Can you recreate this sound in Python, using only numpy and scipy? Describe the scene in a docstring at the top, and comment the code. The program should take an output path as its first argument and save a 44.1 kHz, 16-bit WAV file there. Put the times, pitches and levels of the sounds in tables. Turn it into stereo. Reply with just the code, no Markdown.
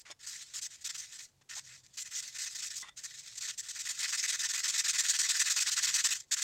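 """A toothbrush scrubs a rusty steel wrench in a foil tray of foamy liquid on a wooden bench, close by.
At first mostly single strokes, each a shower of bristle flicks: a wet hiss and a hollow rasp.
Meanwhile the wrench is shifted at about 0.1, 1.5 and 2.8 s, when slips and blows excite steel and foil.
From 3.6 s come brisk to-and-fro scrubs, a dull pull and a sharp push, with a few more single strokes.
Filtered noise and a wavering low tone make a quiet room underneath throughout."""
import sys
import numpy as np
from scipy import signal
from scipy.fft import rfft, irfft
from scipy.io import wavfile
from scipy.ndimage import uniform_filter1d, map_coordinates

SR = 44100
rng = np.random.default_rng(int(sys.argv[2]) if len(sys.argv) > 2 else 0)


def file_out(sig):
    """Save sig as 16-bit WAV at sys.argv[1]."""
    # one column per channel
    cols = np.atleast_2d(sig).T
    # limit, then scale
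    lim = np.clip(cols, -1, 1)
    pcm = np.round(lim * 32767).astype(np.int16)
    wavfile.write(sys.argv[1], SR, pcm)


N = 283551
TIME = np.arange(N) / SR  # s
FREQS = np.fft.rfftfreq(4096, 1 / SR)  # Hz, the grid on which filters are drawn


# Spectral shape of bristle hiss and of steel ticks: (frequency [Hz], relative level [dB])
HISS_SPECTRUM = [(200, -44), (800, -32.5), (1300, -27.5), (2300, -10), (2900, -9.5), (3500, -5),
                 (5200, -2.5), (6500, -0.5), (7500, -0.5), (8600, -8.5), (9900, -23.5), (11400, -20),
                 (15800, -23.5)]
RASP_DB, RASP_DB_PER_EDGE = -11, -4.5  # hollow rasp relative to the hiss
SHARP_DB, SHARP_DB_PER_EDGE = 1.86, 2.5  # tilt of upper hiss over lower hiss
RASP_PER_HISS, USUAL_HISS_DB = 0.1, -36  # a hard stroke gains more rasp than hiss (dB per dB)


def brush():
    """Stick-slip: bristles snapping over rust hiss, and whole tufts excite the hollow resonances."""
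    start, end, hiss_db, edge = strokes()
    rasp_db = RASP_DB + RASP_DB_PER_EDGE * edge + RASP_PER_HISS * (hiss_db - USUAL_HISS_DB)
    sharp_db = SHARP_DB + SHARP_DB_PER_EDGE * edge
    drag = dragging()

    # a sharp stroke lifts the upper hiss and thins the lower
    upper_stroke = contact(start, end, hiss_db + sharp_db / 3, rise=0.0059, fall=0.0011)
    lower_stroke = contact(start, end, hiss_db - 2 * sharp_db / 3, rise=0.0059, fall=0.0011)
    bristles = flicks(per_s=8000, spread_db=1.0, clump_db=1, clump_hz=170)
    grain = colour(bristles, spectrum(HISS_SPECTRUM))
    high_pass = 1 / (1 + (5400 / (np.fft.rfftfreq(N, 1 / SR) + 1)) ** 8)
    treble = irfft(rfft(grain) * high_pass, N)
    hiss = treble * np.maximum(upper_stroke, drag)
    hiss = hiss + (grain - treble) * np.maximum(lower_stroke, drag)

    # whole tufts slip less often than single bristles and sound the hollow body
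    tuft_slips = flicks(per_s=2600, spread_db=1.5, clump_db=2, clump_hz=117)
    tufts = unit(0.3 * bristles + tuft_slips)
    rasp_stroke = contact(start, end, hiss_db + rasp_db, rise=0.0084, fall=0.0018)
    rasp = np.maximum(rasp_stroke, drag * amp(-12.5))
    # pressure grows from 0 to 1 as the rasp rises from -54 to -41 dB, and reaches deeper resonances
    pressure = np.clip((20 * np.log10(rasp + 1e-9) + 54) / 13, 0, 1)
    light_body = colour(tufts * rasp * (1 - pressure), hollow(low_hz=1030))
    firm_body = colour(tufts * rasp * pressure, hollow(low_hz=1005))

    rubbing = amp(0.93) * hiss + light_body + firm_body
    return shimmer(rubbing, patchy_db=2.0, patch_s=.03, patch_hz=447.7) + jaw(hiss)


# Single strokes of uneven timing: (start [s], end [s], hiss before tilt [dB], edge [-])
# edge: -1 = bristles flat, dull and hollow; +1 = on their tips, sharp and thin
SINGLE_STROKES = [(0.0, .019, -54.5, 1.3), (.194, .227, -60, -1.9), (.229, .259, -49, -0.13),
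                  (.266, .31, -41.5, 0.43), (.297, .369, -45.5, .2), (.539, .595, -40.5, 0.29),
                  (.616, .669, -40.5, 1.4), (.704, .761, -51, -.6), (.808, .83, -52, 0.8),
                  (.845, .878, -37.5, 0.38), (.892, .911, -39.5, -0.81), (.944, .966, -42.5, -0.046),
                  (.978, 1.009, -41, 1), (1.015, 1.049, -48, -0.97), (1.118, 1.172, -48, -.3),
                  (1.186, 1.215, -45.5, -0.55), (1.219, 1.253, -49, 1.3), (1.494, 1.543, -47, -2.04),
                  (1.551, 1.595, -43, .1), (1.661, 1.766, -54.5, -1.63), (1.835, 1.87, -61.5, -0.51),
                  (1.88, 1.935, -70, -0.28), (1.936, 1.964, -56, 0.13), (1.974, 1.996, -39.5, -0.38),
                  (1.993, 2.031, -41, 2.1), (2.055, 2.081, -47, -0.63), (2.111, 2.15, -44, 0.023),
                  (2.151, 2.206, -38.5, 1.4), (2.225, 2.242, -42.5, -0.56), (2.273, 2.288, -43.5, 0.75),
                  (2.346, 2.374, -42, -0.44), (2.385, 2.451, -38.5, 0.27), (2.458, 2.483, -39.5, -0.78),
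                  (2.502, 2.539, -45.5, 1.1), (2.549, 2.572, -40, -.1), (2.586, 2.609, -40.5, 0.17),
                  (2.622, 2.65, -38.5, -0.31), (2.654, 2.684, -40, 1.5), (2.703, 2.723, -41.5, 0.16),
                  (2.758, 2.789, -38.5, 2.1), (2.796, 2.824, -43.5, 2), (2.971, 2.996, -44.5, 0.11),
                  (3.036, 3.063, -41, 0.31), (3.139, 3.157, -49, -0.99), (3.189, 3.202, -45, 1.7),
                  (3.273, 3.283, -44, -.3), (3.375, 3.39, -39, 1.1), (3.409, 3.468, -40, 0.23),
                  (3.476, 3.511, -38.5, -0.88), (3.579, 3.608, -38, 1.9), (3.989, 4.021, -35, 0.33),
                  (6.203, 6.207, -39, 2.2), (6.22, 6.245, -62.5, -0.65), (6.281, 6.305, -71, 1.2),
                  (6.315, 6.345, -29.5, 0.59)]
# To-and-fro scrubbing: (pull start [s], push start [s], hiss of the push before tilt [dB])
SCRUB_CYCLES = [(3.647, 3.687, -40), (3.748, 3.79, -37.5), (3.853, 3.888, -34), (4.027, 4.078, -35.5),
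                (4.125, 4.175, -33.5), (4.229, 4.28, -31), (4.325, 4.393, -33.5), (4.433, 4.489, -34.5),
                (4.536, 4.575, -33.5), (4.637, 4.679, -31), (4.737, 4.779, -27.5), (4.841, 4.881, -28.5),
                (4.933, 4.982, -27.5), (5.037, 5.085, -28), (5.134, 5.189, -28), (5.235, 5.289, -27.5),
                (5.343, 5.395, -26.5), (5.457, 5.498, -28.5), (5.561, 5.602, -28.5), (5.664, 5.712, -31.5),
                (5.765, 5.828, -28.5), (5.87, 5.94, -26.5), (5.978, 6.042, -26), (6.088, 6.106, -29),
                (6.366, 6.419, -28.5)]
# The pull grows firmer as scrubbing gets going, and eases at the end:
# (time [s], hiss of the pull before tilt [dB])
PULL_LEVEL = [(3.65, -47.5), (3.85, -39), (4.05, -33), (5.15, -33), (5.7, -30), (6.35, -36)]
PULL_S, PUSH_S, TURN_S = 0.033, .030, 0.0085  # longest pull, push, and least rest as the brush turns
PULL_EDGE, PUSH_EDGE = -0.8, 0.37  # the pull lays the bristles flat, the push stands them on their tips


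def strokes():
    """Reciprocating motion: single strokes, and cycles of dull pull and sharp push, as rows of strokes."""
    rows = list(SINGLE_STROKES)
    for pull, push, push_db in SCRUB_CYCLES:
        pull_db = np.interp(pull, *np.transpose(PULL_LEVEL))
        pull_end = min(pull + PULL_S, push - TURN_S)
        rows.append((pull, pull_end, pull_db, PULL_EDGE))
        rows.append((push, push + PUSH_S, push_db, PUSH_EDGE))
    return np.transpose(rows)


# Mean drag between strokes: (time [s], level [dB])
DRAG_LEVEL = [(.2, -58.5), (.4, -48.5), (.5, -57), (.78, -63), (.9, -53.5), (1.9, -61.5), (2.2, -51.5),
              (2.7, -49.5), (3.05, -52), (3.6, -53.5), (4.1, -44), (4.5, -46), (5.3, -39), (6.4, -44)]
# Spells in which the bristles stay in the foam: (start [s], end [s])
FOAM_SPELLS = [(0.199, 1.255), (1.495, 1.79), (1.943, 2.77), (2.964, 3.55), (3.573, 6.175), (6.315, 6.44)]


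def dragging():
    """Sliding friction: a soft, uneven wet drag while bristles stay in foam, a faint fizz once lifted."""
    start, end = np.transpose(FOAM_SPELLS)
    touching = contact(start, end, np.zeros(len(start)), rise=0.0055, fall=.011)
    unevenness = amp(2.7 * wander(rate_hz=30))
    lifted = amp(-36)
    return gain_curve(DRAG_LEVEL) * unevenness * np.maximum(touching, lifted)


def flicks(per_s, spread_db, clump_db, clump_hz):
    """Shot noise: random slips of uneven size and sign, whose strength swells in clumps."""
    size = amp(spread_db * np.clip(rng.standard_normal(N), -3, 3))
    sign = rng.choice([-1, 1], N)
    slipping = rng.random(N) < per_s / SR
    return unit(sign * size * slipping * amp(clump_db * wander(clump_hz)))


def contact(starts, ends, levels_db, rise, fall):
    """Friction envelope: the power of each contact catches quickly, holds and decays exponentially."""
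    power = np.zeros(N)
    for start, end, db in zip(starts, ends, levels_db):
        power[max(int(start * SR), 0):int(end * SR)] = amp(db) ** 2
    half_window = int(rise * SR) + 1
    power = signal.oaconvolve(power, signal.windows.hann(2 * half_window + 1), "same") / half_window
    keep = np.exp(-1 / (fall * SR))
    return np.sqrt(abs(signal.lfilter([1 - keep], [1, -keep], power)))


# Hollow resonances of tray and brush head: (frequency [Hz], width [Hz], relative level [dB])
HOLLOW_MODES = [(933, 34, -9), (1300, 28, -11), (1460, 85, -6), (1792, 200, 0), (2003, 150, -0.5),
                (2564, 144, -2), (3040, 160, -7)]


def hollow(low_hz):
    """Cavity resonance: the powers of the modes add, and a steep foot weakens them below low_hz."""
    power = np.zeros(len(FREQS))
    for hz, width, db in HOLLOW_MODES:
        power += amp(db) ** 2 / (1 + (2 * (FREQS - hz) / width) ** 2)
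    foot = amp(-11.0) + 1 / (1 + (low_hz / (FREQS + 1)) ** 12)
    return np.sqrt(power) * foot


def shimmer(x, patchy_db, patch_s, patch_hz):
    """Time-frequency modulation: as the brush moves over pitted steel, its colour keeps shifting."""
    hz, t, z = signal.stft(x, SR, nperseg=512)
    field = rng.standard_normal((200, 1500))
    where = np.meshgrid(hz / patch_hz, t / patch_s, indexing="ij")
    patches = map_coordinates(field, where, order=3, mode="wrap")
    return signal.istft(z * unit(amp(patchy_db * patches)), SR, nperseg=512)[1][:N]


# Singing of the jaw while the brush works on it: (time [s], level relative to the hiss [dB])
JAW_LEVEL = [(1.9, -31), (2.15, -19), (2.6, -21), (3.1, -44), (3.45, -33), (4.2, -21.5), (4.6, -29)]


def jaw(hiss):
    """Forced resonance: rubbing noise keeps the lowest mode of the held wrench ringing."""
    mode = 1 / (1 + (2 * (FREQS - 2025) / 60) ** 2)
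    strength = np.sqrt(abs(uniform_filter1d(hiss ** 2, size=128)))
    drive = rng.standard_normal(N) * strength * gain_curve(JAW_LEVEL)
    return colour(drive, mode)


# Slides of the wrench in the tray: (start [s], end [s], grind level [dB],
# steel ring relative to grind [dB], tray boom relative to grind [dB], boom frequency [Hz])
WRENCH_SLIDES = [(0.053, 0.107, -53.5, -41, -24, 690), (0.1, 0.123, -49, -5.5, -8.5, 623),
                 (1.412, 1.422, -62, -18, -6, 500), (1.565, 1.596, -52, -18, -8.5, 990),
                 (2.823, 2.847, -52, 3, -10, 1090), (2.842, 2.886, -56, -4, -10, 1150),
                 (2.884, 2.893, -50.5, 1, -6, 1040), (2.906, 2.931, -77, 10, -11, 1100)]
# Spectral shape of the grind: (frequency [Hz], relative level [dB])
GRIND_SPECTRUM = [(200, -30), (600, -12), (1000, -3.5), (2200, 2), (3000, -5), (7000, -4.5), (9500, -18.5),
                  (16000, -41)]


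def scrapes():
    """Stick-slip excitation: rusty steel judders over the tray, ringing itself and booming the foil."""
    start, end, grind_db, ring_db, *_ = np.transpose(WRENCH_SLIDES)
    slips = flicks(per_s=4000, spread_db=0.0, clump_db=1.7, clump_hz=170)
    grind = slips * contact(start, end, grind_db, rise=0.003, fall=0.0018)
    ringing = slips * contact(start, end, grind_db + ring_db, rise=0.003, fall=0.0018)
    squeal = amp(-7) * steel(bright_hz=8200, octaves=0.17)
    ring = steel(bright_hz=2640, octaves=0.53) + squeal
    out = colour(grind, spectrum(GRIND_SPECTRUM))
    out = out + signal.oaconvolve(ringing, ring / np.linalg.norm(ring))[:N]
    for start, end, db, _, boom_db, boom_hz in WRENCH_SLIDES:
        at = int(start * SR)
        push = amp(db + boom_db) * slips[at:max(int(end * SR), at + 1)]
        half_width = 0.54 * (1000 / boom_hz) ** 1.53  # octaves; a deep boom is also broad
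        resonance = 1 / (1 + (np.log2((FREQS + 1) / boom_hz) / half_width) ** 4)
        boom = colour(push, resonance)
        out[at:at + len(boom)] += boom
    return out


# Modes of the wrench: (frequency [Hz], level [dB], t60 before the glove chokes it [s])
WRENCH_MODES = [(1983, -6, 0.22), (3550, -1.5, 0.071), (5276, -0.5, 0.077), (6800, -1, .08),
                (8210, -15, .07)]


def steel(bright_hz, octaves):
    """Modal synthesis: a blow favours modes near bright_hz; they decay and the glove chokes them."""
    t = np.arange(SR // 4) / SR
    ring = np.zeros(len(t))
    for hz, db, t60 in WRENCH_MODES:
        favour = np.exp(-(np.log2(hz / bright_hz) / octaves) ** 2)
        ring += amp(db - 60 * t / t60) * favour * np.sin(2 * np.pi * hz * t)
    choke = amp(-21) + 1 / (1 + (t / 0.0064) ** 8)
    return choke * ring


# Steel knocks: (time [s], tick level [dB], ring level [dB], favoured frequency [Hz])
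STEEL_KNOCKS = [(.1132, -23, -49, 6500), (.1170, -28, -42, 5970), (1.419, -57, -58, 2600),
                (1.5950, -20, -59, 6500), (1.865, -33, -63, 4500), (2.662, -32, -47, 6500),
                (2.829, -42, -38.5, 2000), (2.886, -41, -42.5, 3470)]


def knocks():
    """Impulse response: each blow gives a sharp tick and a ring that the gloved hand soon damps."""
    ticks, rings = np.zeros(N), np.zeros(N)
    for s, tick_db, ring_db, bright_hz in STEEL_KNOCKS:
        at = int(s * SR)
        ring = steel(bright_hz, octaves=0.41)
        ticks[at] = amp(tick_db)
        rings[at:at + len(ring)] += amp(ring_db) * ring
    return colour(ticks, spectrum(HISS_SPECTRUM)) + rings


def reflections(x, t60):
    """Diffuse reverberation: bench, tray and wall scatter sparse echoes that decay exponentially."""
    t = np.arange(SR // 4) / SR
    echoes = rng.standard_normal(len(t)) * (rng.random(len(t)) < 2500 / SR)
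    taps = echoes * amp(-60 * t / t60) * (t > .002)
    return signal.oaconvolve(x, taps / np.linalg.norm(taps))[:N]


# Spectral shape of the still air: (frequency [Hz], relative level [dB])
AIR_SPECTRUM = [(20, -10), (50, -1), (100, 2.5), (135, 2.5), (200, -7), (300, -9.5), (700, -12),
                (2000, -18.5), (7000, -15), (10000, -23), (16000, -23.5)]
# A low hum that swells and fades: (time [s], peak level [dB])
HUM_LEVEL = [(1.3, -90), (1.68, -67), (2.05, -82), (3.42, -76), (3.8, -84), (4.2, -77), (5.4, -89),
             (5.89, -67), (6.2, -87)]


def room():
    """Background noise: filtered white noise for still air, and a frequency-modulated sine as hum."""
    air = amp(-72.5) * colour(rng.standard_normal(N), spectrum(AIR_SPECTRUM))
    hum_hz = 131 + 13 * wander(rate_hz=26.3)
    hum = gain_curve(HUM_LEVEL) * np.sin(2 * np.pi * np.cumsum(hum_hz) / SR)
    return air + hum


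def amp(db):
    """Logarithmic level: decibels to amplitude gain."""
    return 10 ** (np.asarray(db) / 20)


def unit(x):
    """Root mean square: scales to an rms of one."""
    return x / np.sqrt(np.mean(x ** 2) + 1e-20)


def gain_curve(points):
    """Level automation: gain at every moment, linear in decibels between (time, dB) points."""
    return amp(np.interp(TIME, *np.transpose(points)))


def spectrum(points):
    """Frequency response: gain on a logarithmic frequency axis from (Hz, dB) points."""
    hz, db = np.transpose(points)
    return amp(np.interp(np.log(FREQS + 1), np.log(hz), db))


def colour(x, gain, keep_power=True):
    """Minimum-phase filtering: causal, with the given gain; by default white noise keeps its power."""
    log_gain = np.log(np.maximum(np.r_[gain, gain[-2:0:-1]], 1e-5))
    # the Hilbert transform of the log gain supplies the phase
    response = np.exp(np.conj(signal.hilbert(log_gain)))[:len(gain)]
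    taps = irfft(response)
    if keep_power:
        taps = taps / np.linalg.norm(taps)
    return signal.oaconvolve(x, taps)[:N]


def wander(rate_hz):
    """Low-pass noise: smooth random motion of rms one, up to about the given rate."""
    smooth = signal.butter(2, rate_hz, fs=SR, output="sos")
    return unit(signal.sosfilt(smooth, rng.standard_normal(N)))


# Part of the sound that reaches the two ports with opposite sign: (frequency [Hz], relative level [dB])
UNALIKE_SHARE = [(150, -18), (600, -29), (2000, -17), (5000, -13), (13000, -9)]
# Lag of the left port behind the right: (frequency [Hz], phase [radians])
PORT_LAG = [(0, 0), (2330, .25), (15600, 2.15)]


def scene():
    """Phase difference: all sound reaches two close microphone ports, the left a hair later."""
    near = brush() + scrapes() + knocks()
    both = near + amp(-14.5) * reflections(near, t60=0.065) + room()
    # random phases make a scattered part that the ports receive with opposite sign
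    hz, _, z = signal.stft(both, SR, nperseg=256)
    share = np.interp(hz, FREQS, spectrum(UNALIKE_SHARE))[:, None]
    scatter = share * np.exp(2j * np.pi * rng.random(z.shape))
    apart = signal.istft(z * scatter, SR, nperseg=256)[1][:N]
    lag = np.interp(np.fft.rfftfreq(N, 1 / SR), *np.transpose(PORT_LAG))
    left = irfft(rfft(both + apart) * np.exp(-1j * lag), N)
    right = both - apart
    return np.array([left, right])


def record(dry):
    """Band limiting: a linear-phase low-pass removes what lies above the recorder's edge."""
    taps = signal.firwin(511, 15900, window=("kaiser", 9), fs=SR)  # edge in Hz
    return signal.oaconvolve(dry, taps[None], "same", axes=1)


dry = scene()
out = record(dry)
file_out(out)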